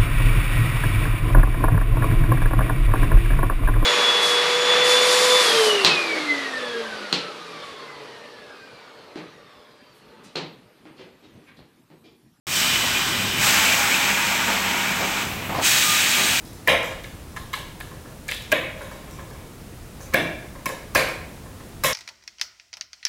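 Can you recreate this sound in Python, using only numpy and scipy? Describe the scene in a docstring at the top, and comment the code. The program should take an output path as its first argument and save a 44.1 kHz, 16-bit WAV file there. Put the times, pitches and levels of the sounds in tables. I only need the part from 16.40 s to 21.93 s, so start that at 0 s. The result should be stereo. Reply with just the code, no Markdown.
"""A bare workshop: a copper-tipped tool presses flakes off glass that rests on a wooden block on the bench.
The tip grinds and ticks on the edge until a crack runs; glass, tool and block ring and the walls answer.
Small chips barely stir the block; big snaps knock it, and the more freely the tip slips off, the louder
it sings. Crumbs land after each break, over a low rumble and hiss.
A close mid-side microphone hears the work from its side and overloads on the hardest snaps."""
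import sys
import numpy as np
from scipy import signal
from scipy.io import wavfile

SR = 44100
rng = np.random.default_rng(int(sys.argv[2]) if len(sys.argv) > 2 else 0)


def to_wav(sig):
    """Store sig (one row per channel, or 1-D mono) as 16-bit WAV at the path in sys.argv[1].

    Samples outside -1..1 are clipped; the rate is SR.
    """
    pcm = np.clip(np.atleast_2d(sig), -1, 1) * 32767
    pcm = np.round(pcm).astype(np.int16)
    wavfile.write(sys.argv[1], SR, pcm.T)  # frames by channels


N = 243873
BLOW_SAMPLES, ATTACK_SAMPLES = int(.25 * SR), int(.012 * SR)


def from_db(db):
    return 10 ** (np.asarray(db) / 20)


def rms_one(x):
    return x / np.sqrt(np.mean(x ** 2) + 1e-20)


def at_hz(curve, hz):
    freqs, values = np.array(curve).T
    return np.interp(np.log(hz), np.log(freqs), values)


def add(out, time_s, sound):
    i = max(int(time_s * SR), 0)
    out[:, i:i + sound.shape[1]] += sound[:, :N - i]


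def left_right(mid, side):
    return np.array([mid + side, mid - side])


def noise_bands(size, side_db):
    """Half-octave bands of stereo white noise: yields (centre [Hz], band)."""
    edges_hz = 22 * 2 ** np.arange(0, 9.9, .5)
    white = [left_right(rng.standard_normal(size), from_db(side_db) * rng.standard_normal(size))
             for _ in range(2)]
    for k, (low, high) in enumerate(zip(edges_hz, edges_hz[1:])):
        bandpass = signal.butter(2, [low, high], "band", fs=SR, output="sos")
        yield np.sqrt(low * high), signal.sosfilt(bandpass, rms_one(white[k % 2]))


def resonate(force, modes, spread_db=-1.0):
    """A force through parallel resonances; each contact point gives them new weights and signs."""
    out = 0
    for hz, width, db in modes:
        r = np.exp(-np.pi * width / SR)
        gain = rng.choice([-1, 1]) * from_db(db + spread_db * rng.standard_normal()) * (1 - r * r) / 2
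        poles = [1, -2 * r * np.cos(2 * np.pi * hz / SR), r * r]
        out = out + gain * signal.lfilter([1, 0, -1], poles, force)
    return out


def radiate(force, modes, mid_db=-12.0):
    """A part sounds over the range of its modes, in the side lobe: left and right are opposed."""
    span = signal.butter(2, [modes[0][0] * .6, modes[-1][0] * 1.15], "band", fs=SR, output="sos")
    force = signal.sosfilt(span, force + 1e-12 * rng.standard_normal(len(force)))
    return left_right(from_db(mid_db) * resonate(force, modes), resonate(force, modes))


def crack(run_s):
    """The force of a fracture: tiny random jumps that die out."""
    t = np.arange(BLOW_SAMPLES) / SR
    return rng.standard_normal(BLOW_SAMPLES) * np.exp(-(t / run_s) ** 2) + 1e-18


def blow(force, modes, db, mid_db=-15.5):
    """One part set ringing, with the given rms level in its attack."""
    ring = radiate(force, modes, mid_db)
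    return from_db(db) * ring / np.sqrt(np.mean(ring[:, :ATTACK_SAMPLES] ** 2) + 1e-20)


# Room tone spectrum: (frequency [Hz], relative density [dB])
AIR = [(25, -4), (45, -0.5), (95, -1), (180, -6), (400, -12), (600, -17), (1000, -20.5), (1900, -24.5),
       (4000, -29.5), (9800, -31), (16000, -35.5)]
def still_air(level_db=-38, side_db=-2.5):
    """The bed: low rumble of the building under an even hiss."""
    bed = sum(from_db(at_hz(AIR, hz)) * band for hz, band in noise_bands(N, side_db))
    return from_db(level_db) * rms_one(bed)


# The voice of each part, low to high: (resonance [Hz], width [Hz], relative level [dB])
BLOCK = [(98, 120, -9.5), (168.5, 5, -1), (320, 108, -7.5), (453, 36, -6), (530.2, 31, 5), (606, 20, 2.5),
         (639, 4.3, 0), (688, 48, -3), (804, 52, -8)]
TOOL = [(926, 135, -10.5), (1052, 59, 1.5), (1233, 270, -9), (1258, 330, -5.5)]
GLASS = [(1664, 102, 3.5), (1762, 137, 1), (2162, 480, -1), (2230, 116, 0), (2350, 68, -2.5),
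         (2570, 93, -6), (2770, 78, -25.5)]
EDGE = [(2750, 810, 3.5), (3530, 450, 2), (3750, 270, 3.5), (4070, 1050, 3.5)]
SPLINTER = [(4740, 1100, 0.5), (6210, 800, 6), (6600, 3300, 5), (9000, 5300, 3), (10130, 290, 1.5),
            (12000, 1300, 7.5), (13200, 1600, 0), (15400, 490, 3)]
def tick(body_db, splinter_db):
    """A tiny break under the tip: a knock of block, glass and tool with a splintery top."""
    force = crack(run_s=0.0029)
    body = blow(force, BLOCK, db=0.5) + blow(force, GLASS[:2], db=-1) + blow(force, EDGE, db=-17.5)
    body += blow(force, TOOL, db=0, mid_db=-3.5)
    return from_db(body_db) * body + blow(force, SPLINTER, splinter_db)


# Tick cues: (time [s], body gain [dB], splinter level [dB])
TICKS = [(.051, -64, -35), (.131, -62, -38), (.43, -34.5, -30.5), (.443, -41, -29.5), (.508, -37.5, -39),
         (1.19, -44, -37), (1.512, -43, -51), (1.652, -43, -62), (1.946, -51, -35), (2.022, -53, -37),
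         (2.408, -35, -58), (2.419, -60, -35.5), (2.514, -41, -38.5), (2.71, -65, -37), (2.786, -38.5, -47),
         (2.904, -44.5, -43), (3.605, -45.5, -31), (4.152, -41, -52), (4.29, -30.5, -30),
         (4.687, -34.5, -32), (5.059, -46, -62), (5.199, -45.5, -48)]
def ticks():
    """The tip bites or slips on the edge; landing crumbs tick with the same voice."""
    out = np.zeros((2, N))
    for time_s, body_db, splinter_db in TICKS + crumbs():
        add(out, time_s, tick(body_db, splinter_db))
    return out


# Reverb colour: (frequency [Hz], gain [dB])
ROOM_GAIN = [(60, -7), (170, -1), (300, 0), (540, -1), (780, -0.5), (1070, -4.5), (2200, -4.5), (3200, 3.5),
             (4800, -5), (10000, -9.5), (15000, -14)]
# Reverb tail: (frequency [Hz], time to fall 60 dB [s])
ROOM_T60 = [(100, 0.82), (550, 0.71), (1100, 0.66), (2300, 0.63), (4000, 0.6), (8000, 0.43), (15000, 0.43)]
def workshop(sound, predelay_s=0.0053, build_s=0.0042, early_boost_db=-1.0, early_boost_s=0.00057):
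    """Bench top and body reflect first; the walls follow from all round and die band by band."""
    t = np.arange(int(.8 * SR)) / SR
    late = np.maximum(t - predelay_s, 0)
    lift = 1 + from_db(early_boost_db) * np.exp(-late / early_boost_s)   # brief, as the reverb starts
    onset = (1 - np.exp(-late / build_s)) * lift
    response = 0
    for hz, band in noise_bands(len(t), side_db=-5.5):
        fade = onset * from_db(-60 * t / at_hz(ROOM_T60, hz))
        response = response + from_db(at_hz(ROOM_GAIN, hz)) * band * fade / np.sqrt(np.sum(fade ** 2))
    side = (sound[:1] - sound[1:]) / 2
    return signal.fftconvolve(side, response, axes=1)[:, :N]


def near_wall(sound, delay_s=.006, echo_db=-5.5, dull_hz=3800):
    """One hard surface close by throws a duller slap into the front of the microphone."""
    side = (sound[0] - sound[1]) / 2
    echo = signal.sosfilt(signal.butter(2, dull_hz, fs=SR, output="sos"), side + 1e-18)
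    t = np.arange(N) / SR
    return left_right(from_db(echo_db) * np.interp(t - delay_s, t, echo), 0)


# Strokes of the tip along the edge: (start [s], end [s], gain [dB])
GRINDS = [(.42, .527, -38), (2.31, 2.598, -39.5), (2.56, 2.88, -43.5), (2.86, 3.04, -45.5),
          (3.58, 3.73, -45.5)]
def grinding(grains_per_s=900, uneven_db=3.0, crush_runs=2.2, crush_db=-21):
    """Glass dust crushed under the tip: a gritty swell on each stroke and leading into every break."""
    out = np.zeros((2, N))
    crushes = [(time_s - crush_runs * run_s, time_s + run_s, db + crush_db)
               for time_s, run_s, db, *_ in SNAPS + CHIPS]
    mix_db = [(BLOCK, -8.5), (TOOL, -9), (GLASS, -9.5), (EDGE, -19.5), (SPLINTER, -14.5)]
    for start, end, stroke_db in GRINDS + crushes:
        size = max(int((end - start) * SR), ATTACK_SAMPLES)
        grains = (rng.random(size) < grains_per_s / SR) * rng.choice([-1, 1], size)
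        grains = grains * from_db(uneven_db * rng.standard_normal(size))
        force = np.pad(grains * signal.windows.tukey(size, .5), (0, ATTACK_SAMPLES)) + 1e-18
        grit = sum(from_db(db) * rms_one(radiate(force, part)) for part, db in mix_db)
        add(out, start, from_db(stroke_db) * grit)
    return out


def tilted(modes, db_per_octave):
    """The same modes, voiced brighter or darker."""
    return [(hz, width, db + db_per_octave * np.log2(hz / modes[0][0])) for hz, width, db in modes]


def fracture(run_s, glass_db, block_db, tool_db, edge_db, splinter_db, glass_tilt, block_tilt=0):
    """One fracture shakes all parts at once; where it starts decides which modes speak."""
    force = crack(run_s)
    block = blow(force, tilted(BLOCK, block_tilt), block_db)
    glass = blow(force, tilted(GLASS, glass_tilt), glass_db)
    shaft = blow(force, TOOL, tool_db, mid_db=-5.5)   # the long tool reaches into the front lobe
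    splinters = blow(crack(run_s), SPLINTER, splinter_db)   # they fly as the crack opens
    edge = blow(force, EDGE, edge_db + 0.17 * glass_tilt)   # brighter glass, more of its thin edge
    return block + glass + shaft + splinters + edge


# Balance of a snap, by part: (offset from the strength [dB], gain with slip [dB/dB])
SNAP_PARTS = {"block": (-6, -.05), "tool": (-4.5, 0.25), "edge": (-15.5, 0.028), "splinter": (-0.35, 0.44),
              "tip": (-1.3, 1.03), "bench": (5, .85)}
def part_db(part, strength_db, slip_db):
    """A freer slip takes more of the blow into the tool, the splinters and the bench."""
    offset_db, per_slip = SNAP_PARTS[part]
    return strength_db + offset_db + per_slip * slip_db


# The big hits: (time [s], crack run [s], strength [dB], freedom of the slip [dB],
# glass tilt [dB/octave], block tilt [dB/octave], reverb send [dB])
SNAPS = [(0.274, 0.0045, -10, -25, 1, 0.5, 6.5), (2.1174, 0.0075, -8.5, -28, 0.5, 0.5, -1),
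         (3.7363, .007, -8.5, -26, -11, -0.5, 1), (4.2576, 0.0051, -19.5, -4, 12, -2, -3),
         (4.549, 0.005, -9, -7.5, 0.5, -1, 2), (5.437, 0.005, -14.5, 5, 8, -3, 4.5)]
def snaps(to_walls=False):
    """A flake snaps off and the tool follows through, knocking the block."""
    out = np.zeros((2, N))
    for time_s, run_s, db, slip_db, glass_tilt, block_tilt, send_db in SNAPS:
        levels_db = [part_db(part, db, slip_db) for part in ("block", "tool", "edge", "splinter")]
        snap = fracture(run_s, db, *levels_db, glass_tilt, block_tilt)
        add(out, time_s, from_db(send_db if to_walls else 0) * snap)
    return out


# Long ring of the tip: (frequency [Hz], relative level [dB], time to fall 60 dB [s])
TIP = [(1084, -2.5, 0.21), (1662, -8, 0.2), (2180, -12, 0.45), (3000, -24, 0.42), (4050, -14.5, 0.37),
       (5190, -10, 0.12), (6500, -21, 0.25), (7400, -14, 0.35), (10000, -11.5, 0.38), (11400, -8, 0.097),
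       (13890, -22, 0.2), (15000, -11, 0.2)]
def free_tip(mid_db=-1.0, split=0.0094, count=4):
    """No longer damped by the glass, the tip sings; the grip splits each mode into a beating cluster."""
    out, t = np.zeros((2, N)), np.arange(SR // 2) / SR
    for time_s, _, strength_db, slip_db, *_ in SNAPS:
        level_db = part_db("tip", strength_db, slip_db)
        for hz, db, t60 in TIP:
            cluster_hz = hz * (1 + split * rng.standard_normal((count, 1)))
            partials = np.sin(2 * np.pi * (cluster_hz * t + rng.random((2, count, 1))))
            mid, side = partials.sum(axis=1) * from_db(level_db + db - 60 * t / t60) / np.sqrt(2 * count)
            add(out, time_s, left_right(from_db(mid_db) * mid, side))
    return out


def bench_sway(sway_hz=34.0, t60=0.12):
    """Sub thump of a snap: a quickly damped swing of the bench under the microphone."""
    out, t = np.zeros((2, N)), np.arange(BLOW_SAMPLES) / SR
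    for time_s, _, strength_db, slip_db, *_ in SNAPS:
        fade = from_db(part_db("bench", strength_db, slip_db) - 60 * t / t60)
        add(out, time_s, left_right(0, np.sin(2 * np.pi * sway_hz * t) * fade))
    return out


def overload_clicks(after_runs=0.79, click_db=-17.5, click_hz=14400, width_hz=3200):
    """A very short, bright click of overload tops each snap."""
    out = np.zeros((2, N))
    for time_s, run_s, db, *_ in SNAPS:
        click = blow(crack(run_s=0.002), [(click_hz, width_hz, 0)], db + click_db, mid_db=0)
        add(out, time_s + after_runs * run_s, click)
    return out


def crumbs(count=3, within_s=0.35, typical_db=-52.5, spread_db=5.5, body_db=-2):
    """Each break sheds a few crumbs that land at random: returns extra tick cues."""
    cues = []
    for time_s, *_ in SNAPS + CHIPS:
        for fall, size in zip(rng.random(count), rng.standard_normal(count)):
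            db = typical_db + spread_db * size
            cues.append((time_s + within_s * fall, db + body_db, db))
    return [cue for cue in cues if cue[0] < N / SR]


# The small hits: (time [s], crack run [s], strength [dB], tool offset [dB], glass tilt [dB/octave])
CHIPS = [(.636, .005, -32, -18, -16), (0.9624, 0.012, -28.5, -0.5, -34), (1.1309, 0.0081, -22, -1, 6),
         (1.402, 0.0037, -29.5, -8, -29), (1.881, .01, -21.5, -19, -12), (1.9133, 0.0023, -23, -18, 13)]
def chips():
    """A small chip breaks while the tip holds: glass and tool ring, the block barely stirs."""
    out = np.zeros((2, N))
    for time_s, run_s, db, tool_db, tilt in CHIPS:
        chip = fracture(run_s, glass_db=0, block_db=-16, tool_db=tool_db,
                        edge_db=-4.5, splinter_db=-0.5, glass_tilt=tilt)
        add(out, time_s, from_db(db) * chip)
    return out


def scene(chip_send_db=-2, tip_send_db=-9.0, break_return_db=-1.5, directions=3):
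    """The close work, its reverb and the room tone; each direction gets its own mix of a break's modes."""
    breaks, detail, tip = snaps() + chips(), ticks() + grinding(), free_tip()
    walls = sum(workshop(snaps(to_walls=True) + from_db(chip_send_db) * chips())
                for _ in range(directions))
    room = from_db(break_return_db) * walls / np.sqrt(directions)
    room += workshop(detail + from_db(tip_send_db) * tip)
    close = breaks + overload_clicks() + detail + tip + bench_sway()
    return close + near_wall(breaks + detail) + room + still_air()


def record(dry, ceiling=0.75, cutoff_hz=15900):
    """A soft clip flattens the hardest peaks; a steep low-pass cuts the top."""
    clipped = dry / (1 + (dry / ceiling) ** 6) ** (1 / 6)
    return signal.sosfilt(signal.ellip(10, .2, 70, cutoff_hz, fs=SR, output="sos"), clipped)


dry = scene()
out = record(dry)
to_wav(out)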